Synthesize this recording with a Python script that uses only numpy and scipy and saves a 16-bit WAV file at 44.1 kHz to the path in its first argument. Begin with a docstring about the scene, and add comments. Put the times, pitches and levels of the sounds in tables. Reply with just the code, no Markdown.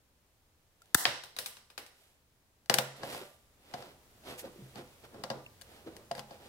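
"""A toy gun of plastic bricks is handled and fired on a wooden table in a small, echoing room.
After a few faint touches, just before 1 s, its catch lets go and the striker snaps home.
The shot brick hits something further off, then bounces about until nearly 2 s.
Near 2.7 s the gun is put down with a clatter, then slid round, gripped and fingered until its
parts click. From 3 s a faint hiss swells as the hands draw near."""
import sys
import numpy as np
from scipy import signal
from scipy.fft import rfft, irfft, next_fast_len
from scipy.io import wavfile
from scipy.ndimage import uniform_filter1d

SR = 44100
rng = np.random.default_rng(int(sys.argv[2]) if len(sys.argv) > 2 else 0)


def waveform_to_disk(signal):
    """Save audio, clipped to [-1, 1], as 16-bit WAV at the path in sys.argv[1]."""
    frames = np.transpose(np.atleast_2d(signal))
    scaled = np.clip(frames, -1, 1) * 32767
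    samples = np.round(scaled).astype(np.int16)
    wavfile.write(sys.argv[1], SR, samples)


N = 285924
TIME = np.arange(N) / SR
# Hard plastic tilts a sound toward the treble, soft skin toward the bass; the tilt turns on this pitch.
PIVOT_HZ = 1500
# four pitch ranges, heard as thump, knock, clack and tick: low_hz, high_hz
REGISTERS = [(65, 400), (400, 1500), (1500, 6000), (6000, 16000)]


def undb(db):
    """Turn decibels into a gain."""
    return 10 ** (np.asarray(db) / 20)


def rms(x):
    """The average strength of a signal."""
    return np.sqrt(np.mean(x ** 2))


def fade(t, ring_s):
    """A smooth decay that falls 60 dB in ring_s."""
    return np.exp(-np.log(1000) * t / ring_s)


def along(points, hz):
    """Read a curve of (pitch_hz, value) points, with octaves evenly spaced."""
    pitches, values = np.transpose(points)
    return np.interp(np.log(np.maximum(hz, 1)), np.log(pitches), values)


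def octaves(lo, hi):
    """How many octaves the middle of a pitch range lies above the pivot."""
    return np.log2(np.sqrt(lo * hi) / PIVOT_HZ)


def band(x, lo, hi):
    """Keep the pitches between lo and hi."""
    return signal.sosfilt(signal.butter(3, (lo, hi), "band", fs=SR, output="sos"), x + 1e-18)


def convolve(x, response):
    """Let every sample of x set off the response, keeping the length of x."""
    return signal.fftconvolve(x, response, axes=-1)[:, :x.shape[-1]]


def colour(x, points, size=4096):
    """Shape the tone to a curve of (pitch_hz, level_db) points."""
    cepstrum = irfft(np.log(undb(along(points, np.fft.rfftfreq(size, 1 / SR)))))
    # folding onto the first half keeps the filter from sounding before its input
    cepstrum[1:size // 2] *= 2
    cepstrum[size // 2 + 1:] = 0
    return convolve(x, irfft(np.exp(rfft(cepstrum)))[None])


def stereo_noise(count, apart_hz=850):
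    """White noise, left and right: alike in the bass, unrelated in the treble."""
    size = next_fast_len(count, True)
    mid, side = rfft(rng.standard_normal((2, size)))
    alike = .85 / (1 + (np.fft.rfftfreq(size, 1 / SR) / apart_hz) ** 4)
    spectrum = mid * np.sqrt(1 + alike) + side * np.sqrt(1 - alike) * np.array([[1], [-1]])
    return irfft(spectrum, size)[:, :count]


def place(x, pan_db, lag_samples=7):
    """Delay the right side a little; a positive pan_db favours the left."""
    right = np.pad(x[1], (lag_samples, 0))[:x.shape[1]]
    return np.array([x[0], right]) * undb(np.array([[pan_db], [-pan_db]]) / 2)


def ring(tones, t, detune, apart_hz=2200):
    """An object's own tones die away; the higher ones are more out of step between left and right."""
    hz, db, ring_s = np.transpose(tones)[:, :, None]
    pitch_draw, level_draw, phase_draw = rng.standard_normal((3, len(tones), 1))
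    skew = phase_draw * np.minimum(hz / apart_hz, 1) * np.array([1, -1])[:, None, None]
    sign = (-1) ** np.arange(len(tones))[:, None]
    swing = np.sin(2 * np.pi * hz * (1 + detune * pitch_draw) * t + skew)
    return (sign * undb(db + 1.4 * level_draw) * fade(t, ring_s) * swing).sum(axis=1)


def hiss(base_db=-74, swell_s=(3, 4.22), boost_db=(4.5, 13.5)):
    """Faint hiss swells as the hands draw near and stays up; the rumble under it swells less."""
    # tone of the background: pitch_hz, level_db
    hiss_curve = [(12, -14.5), (20, -4), (27, -14.5), (70, -5.5), (177, -16), (293, -17.5), (319, -20),
                  (434, -19), (558, -20.5), (1480, -25.5), (7310, -30.5), (12400, -32), (16000, -32.5)]
    quiet = colour(stereo_noise(N), hiss_curve)
    quiet *= undb(base_db) / rms(quiet)
    swell = undb(np.interp(TIME, swell_s, boost_db))
    rumble = signal.sosfilt(signal.butter(1, 60, fs=SR, output="sos"), quiet)
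    return (quiet - rumble) * swell + rumble * np.sqrt(swell)


def room(x, send, build_s, tones_db, early_db, early_s=0.0049):
    """The room stores each half octave's energy and lets it go as a wash; standing waves ring on."""
    # standing waves between the walls: pitch_hz, level_db, ring_s
    room_tones = [(135.55, -2, 0.6), (212, -6, 0.4), (366, -9, .42), (497.4, -0.5, 0.37), (586, -1, 0.32),
                  (673.3, -9.5, 0.18), (821, -6.5, .37), (1184, -7, 0.66), (1397, -7.5, .38)]
    # how long the echo lasts: pitch_hz, ring_s
    echo_times = [(100, 0.23), (300, 0.43), (800, 0.5), (2000, 0.48), (5000, 0.58), (9000, 0.38),
                  (15000, 0.17)]
    hop, edges_hz = 36, 88 * 2 ** np.arange(0, 8, .5)
    t = TIME[:int(.8 * SR)]
    coarse_t = t[::hop]
    fed = colour(x[:1], send)
    noise, wash = stereo_noise(N), 0
    for lo, hi in zip(edges_hz, edges_hz[1:]):
        power = uniform_filter1d(band(fed[0], lo, hi) ** 2, hop)[::hop]
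        build = 1 - np.exp(-(coarse_t / build_s) ** 2)
        late = (build * fade(coarse_t, along(echo_times, lo))) ** 2
        early = coarse_t ** 2 * np.exp(-2 * coarse_t / early_s)  # near surfaces answer first
        echo = late / late.sum() + undb(early_db) ** 2 * early / early.sum()
        stored = np.convolve(power, echo)[:len(power)]
        grain = band(noise, lo, hi)
        wash = wash + grain / rms(grain) * np.interp(TIME, TIME[::hop], np.sqrt(abs(stored)))
    standing = ring(room_tones, t, detune=0) * (1 - np.exp(-t / build_s))
    standing *= undb(tones_db) / np.sqrt(np.sum(standing ** 2) / 2)
    return (wash + convolve(fed, standing)) * undb([[-2.0], [-.5]])


def pressure(octaves_up, t, fall_ratio=1.4, slide_db=-6, slide_fade_s=0.084):
    """How strong the rubbing and sliding are over time, at a pitch octaves_up above the pivot."""
    # fingers and sleeve rub on gun and wood, and near 2 s the loose brick skids: peak_s, rise_s, level_db,
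    # hardness_db_per_octave
    rubs = [(0.9, 0.087, -76.5, 1.5), (2.02, 0.068, -74.5, 3.2), (3.682, 0.054, -70, 0.4),
            (3.779, 0.06, -57.5, -0.3), (3.84, 0.052, -64.5, -0.5), (4.297, 0.031, -49.5, -0.4),
            (4.396, 0.011, -56, 5.5), (4.453, 0.019, -55.5, -2), (4.58, 0.049, -73, -5),
            (4.62, 0.25, -69, 2), (4.782, 0.018, -51, -2), (5.046, 0.01, -57.5, -1),
            (5.18, 0.042, -62.5, -3.5), (5.37, 0.024, -62.5, -3.5), (5.732, 0.05, -62.5, 0),
            (5.876, 0.0082, -55.5, -3.5), (5.93, 0.061, -64.5, -2.5), (6.18, 0.014, -55, 0.5),
            (6.328, 0.025, -61, -0.5), (6.46, 0.049, -61, -0.5)]
    # the gun slides round on the table: time_s, level_db, hardness_db_per_octave
    slide_path = [(2.95, -61.5, -2), (2.966, -55.5, 1.5), (3.028, -48, -1.8), (3.04, -46.5, 1.2),
                  (3.07, -46.5, 0.5), (3.14, -41.5, 1.25), (3.23, -49.5, 0.6), (3.33, -67.5, 4)]
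    when, rise_s, db, hardness = np.transpose(rubs)[:, :, None]
    width_s = np.where(t < when, rise_s, rise_s * fall_ratio)
    push = np.exp(-((t - when) / width_s) ** 2)
    rub_power = (undb(db + hardness * octaves_up) ** 2 * push).sum(axis=0)
    when, db, hardness = np.transpose(slide_path)
    outside_s = abs(t - np.clip(t, when[0], when[-1]))
    slide = undb(slide_db + np.interp(t, when, db + hardness * octaves_up))
    slide *= np.exp(-outside_s / slide_fade_s)
    return np.sqrt(rub_power + slide ** 2)


def sliding(slips_per_s=900, slip_spread_db=2.5, scuff_db=-3, trim_db=-1):
    """Tiny uneven slips on the wood, over a smooth scuff of skin, swell with each stroke."""
    # tone of the rasp: pitch_hz, level_db
    rasp_curve = [(40, -5.5), (130, -3.5), (280, 1), (450, 6), (680, 8), (1000, 0), (1700, -1), (2400, 0),
                  (3400, .5), (4700, -4), (6500, -11), (9000, -7), (16000, -15)]
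    # its balance: thump_db, knock_db, clack_db, tick_db
    balance = (-0.5, 3, 2, -3.5)
    slipping = rng.random(N) < slips_per_s / SR
    sizes = undb(slip_spread_db * np.minimum(rng.exponential(size=N), 3))
    slips = slipping * sizes * rng.choice([-1, 1], N)
    rasp = colour(slips / rms(slips) + undb(scuff_db) * stereo_noise(N), rasp_curve)
    out, coarse_t = 0, TIME[::64]
    for (lo, hi), own_db in zip(REGISTERS, balance):
        part = band(rasp, lo, hi)
        strength = np.interp(TIME, coarse_t, pressure(octaves(lo, hi), coarse_t))
        out = out + part / rms(part) * undb(own_db) * strength
    return place(out, pan_db=-2) * undb(trim_db)


def bumps(push_cycles=1.02):
    """Each gentle push, or the brick's landing near 1.4 s, swells one clear tone and wakes nothing above it."""
    # light touches, and near 1.4 s a ring set off by the brick's landing: start_s, pitch_hz, level_db
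    touches = [(0.818, 1370, -51), (1.399, 514, -44), (3.035, 510, -51), (3.211, 382, -41),
               (3.738, 733, -32), (4.281, 378, -42), (4.44, 538, -34), (4.558, 353, -48),
               (4.586, 196, -45.5), (4.619, 132, -41), (5.463, 2700, -37), (5.611, 3200, -60),
               (5.301, 559, -33.5), (5.862, 331, -35.5), (5.87, 463, -39.5), (6.111, 690, -22.5)]
    out, t = np.zeros((2, N)), TIME[:int(.35 * SR)]
    for when, hz, db in touches:
        start = int(when * SR)
        ring_s = 0.11 * (397 / hz) ** 0.83  # higher tones die sooner
        swell = (1 - np.exp(-t * hz / push_cycles)) * fade(t, ring_s)
        out[:, start:start + len(t)] += undb(db) * swell * np.sin(2 * np.pi * hz * t)
    return place(out, pan_db=0)


def blows(hits, tones, balance, shade_db, crack_db, crack_s, chatter_db, chatter_s, contact_s=0.00053):
    """Each blow rings the object's tones; the studs crack together and chatter on for a moment."""
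    # tone of plastic cracking on a hard surface: pitch_hz, level_db
    crack_curve = [(40, -12.5), (150, -7), (400, -2), (2000, 0), (4500, 4), (6500, 0.5), (9000, 2),
                   (13000, -2), (16000, -10)]
    t, attack_samples = TIME[:int(.16 * SR)], int(.012 * SR)
    out = np.zeros((2, N + len(t)))
    for when, db, hardness in hits:
        grit = undb(crack_db) * np.exp(-t / crack_s) + undb(chatter_db) * np.exp(-t / chatter_s)
        sound = ring(tones, t, detune=0.0023) + colour(grit * stereo_noise(len(t)), crack_curve)
        # the edges do not all meet at once, and a soft contact builds up more slowly
        sound *= 1 - np.exp(-t / (contact_s * 1.4 ** -hardness))
        start = int(when * SR)
        for (lo, hi), own_db in zip(REGISTERS, balance):
            part = band(sound, lo, hi)
            part /= np.sqrt(np.mean(part[:, :attack_samples] ** 2, axis=1, keepdims=True))
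            pan_db = shade_db * min((hi / 6000) ** 2, 1)  # the right side is shaded from the treble
            # a soft contact loses its treble; the tilt levels off below 600 Hz
            tilt_db = hardness * max(octaves(lo, hi), np.log2(600 / PIVOT_HZ))
            out[:, start:start + len(t)] += place(part, pan_db) * undb(db + own_db + tilt_db)
    return out[:, :N]


def gun_knocks():
    """The gun meets the table, fingers tap it and loose parts click."""
    # the contacts: start_s, level_db, hardness_db_per_octave
    hits = [(0.8191, -78, 6.5), (0.8569, -80.5, 5), (2.659, -72, 3), (2.6968, -28, 0.37), (2.7333, -72, 0),
            (2.7406, -33.5, 4.5), (2.778, -57, 3), (2.785, -31.5, 2.24), (3.0316, -46, -4.7),
            (3.1456, -49.5, -3.3), (3.738, -45, -3), (3.8229, -56.5, -2), (4.7563, -56, -0.3),
            (5.1417, -62, -7), (5.2368, -44, -0.1), (5.301, -41.5, -2), (5.309, -47.5, -6.6),
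            (5.4632, -81, 5), (5.6126, -64.5, 5.5), (5.6181, -62.5, 4.8), (5.9654, -63.5, 4.5),
            (6.1125, -45, -1.4), (6.1505, -53, 0.1), (6.1782, -52, -4), (6.1931, -50, 1.5),
            (6.3075, -56.5, -5.5)]
    # tones of the gun on the table: pitch_hz, level_db, ring_s
    tones = [(136.7, -8.5, 0.076), (218, -8, 0.079), (322.7, -6, 0.018), (508, 4, 0.027),
             (547.6, -0.5, 0.1), (684.6, 5, 0.044), (827, 2.5, 0.05), (1065, 0.5, .03), (1367, 3, 0.013),
             (1636, 3, 0.026), (1945, 3.5, 0.017), (2930, 3.5, 0.02), (3552, -2.5, 0.029), (4450, 2, 0.023),
             (4810, 4, 0.025), (4770, -10, 0.017), (7900, 4, 0.01), (9720, 3, 0.024)]
    # their balance: thump_db, knock_db, clack_db, tick_db
    balance = (-4, 4.5, 3.5, -5.5)
    return blows(hits, tones, balance, shade_db=6, crack_db=10.5, crack_s=0.0019,
                 chatter_db=-5.5, chatter_s=0.013)


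def brick_bounces():
    """The loose brick bounces about, ringing brightly at each landing."""
    # the landings: start_s, level_db, hardness_db_per_octave
    hits = [(1.2366, -57.5, 0.5), (1.3645, -53.5, 0), (1.3871, -47, 2), (1.4598, -52, 3), (1.568, -63, -1),
            (1.7013, -66, -.5), (1.7777, -49.5, -0.6), (1.8632, -69.5, 2.3)]
    # tones of the brick: pitch_hz, level_db, ring_s
    tones = [(308, -15, 0.0091), (780, -0.5, 0.024), (1170, 4.5, 0.0096), (1620, 6, 0.018),
             (2500, 8.5, 0.026), (2820, 12.5, 0.0095), (3910, 18, 0.013), (4800, 17, 0.0067),
             (6490, 6, .018), (9080, 7.5, 0.037), (10300, -4, 0.038), (14200, 3, 0.022)]
    # their balance: thump_db, knock_db, clack_db, tick_db
    balance = (-13, 2.5, 8.5, 3)
    return blows(hits, tones, balance, shade_db=4.5, crack_db=10, crack_s=0.0033,
                 chatter_db=-2.5, chatter_s=0.027)


def target_strike():
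    """The shot brick sets its target ringing with one very short contact."""
    # the impact: start_s, level_db, hardness_db_per_octave
    hits = [(1.0535, -35, 0)]
    # tones of the target: pitch_hz, level_db, ring_s
    tones = [(252, -15, 0.02), (735, -0.5, 0.043), (1114, -3.5, 0.036), (1385, -6, 0.022),
             (1720, 2.5, 0.014), (2000, -12, 0.014), (2574, 10, 0.004), (3150, 1.5, 0.02),
             (3770, -2.5, .012), (4660, 3.5, 0.0047)]
    # their balance: thump_db, knock_db, clack_db, tick_db
    balance = (-9, 5, 12.5, -5.5)
    return blows(hits, tones, balance, shade_db=4, crack_db=-1.5, crack_s=0.0013,
                 chatter_db=-25.5, chatter_s=0.0072, contact_s=0.000067)


def gun_snap():
    """The catch lets go and the striker hits home, so close together that they make one snap."""
    # catch, then striker: start_s, level_db, hardness_db_per_octave
    hits = [(0.9452, -34, 2.3), (0.9476, -26, 0.58)]
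    # tones of the gun in the hand: pitch_hz, level_db, ring_s
    tones = [(140, 3, 0.021), (265, 3.5, 0.014), (750, -3.5, 0.014), (980, -0.5, 0.014), (1420, 4.5, 0.012),
             (1810, 4.5, 0.011), (3590, 2.5, 0.0094), (4650, -7, 0.017), (7770, -6, 0.0082),
             (10400, -11, 0.0046), (14300, -2.5, 0.0068)]
    # their balance: thump_db, knock_db, clack_db, tick_db
    balance = (-5, 0, 2.5, 3)
    return blows(hits, tones, balance, shade_db=4, crack_db=3.5, crack_s=0.00049,
                 chatter_db=-19.5, chatter_s=.005)


def scene():
    """Snap, flying brick and handling, each with its share of the room, plus light bumps and hiss."""
    # what each source sends into the room: pitch_hz, level_db
    snap_send = [(100, -24.5), (400, -12), (850, -2.5), (1700, -13.5), (2400, -9.5), (3200, -13),
                 (5000, -6), (8500, -8.5), (15000, -10)]
    brick_send = [(100, 7.5), (400, 0.5), (1000, -0.5), (3000, -5), (6000, -7.5), (15000, -1.5)]
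    table_send = [(100, -12), (350, -6.5), (1000, -4.5), (2500, -12), (5000, -14.5), (15000, -11)]
    snap = gun_snap()
    brick = target_strike() + brick_bounces()
    handling = gun_knocks() + sliding()
    echoes = (room(snap, snap_send, build_s=.035, tones_db=-31, early_db=-8.5)
              + room(brick, brick_send, build_s=0.0044, tones_db=-17, early_db=-3.5)
              + room(handling, table_send, build_s=.011, tones_db=-13, early_db=-1.5))
    return snap + brick + handling + bumps() + echoes + hiss()


def record(dry):
    """Clip the sharpest peaks at full scale, then cut the treble above 15700 Hz."""
    return signal.sosfilt(signal.ellip(8, .2, 70, 15700, fs=SR, output="sos"), np.clip(dry, -1, 1))


dry = scene()
out = record(dry)
waveform_to_disk(out)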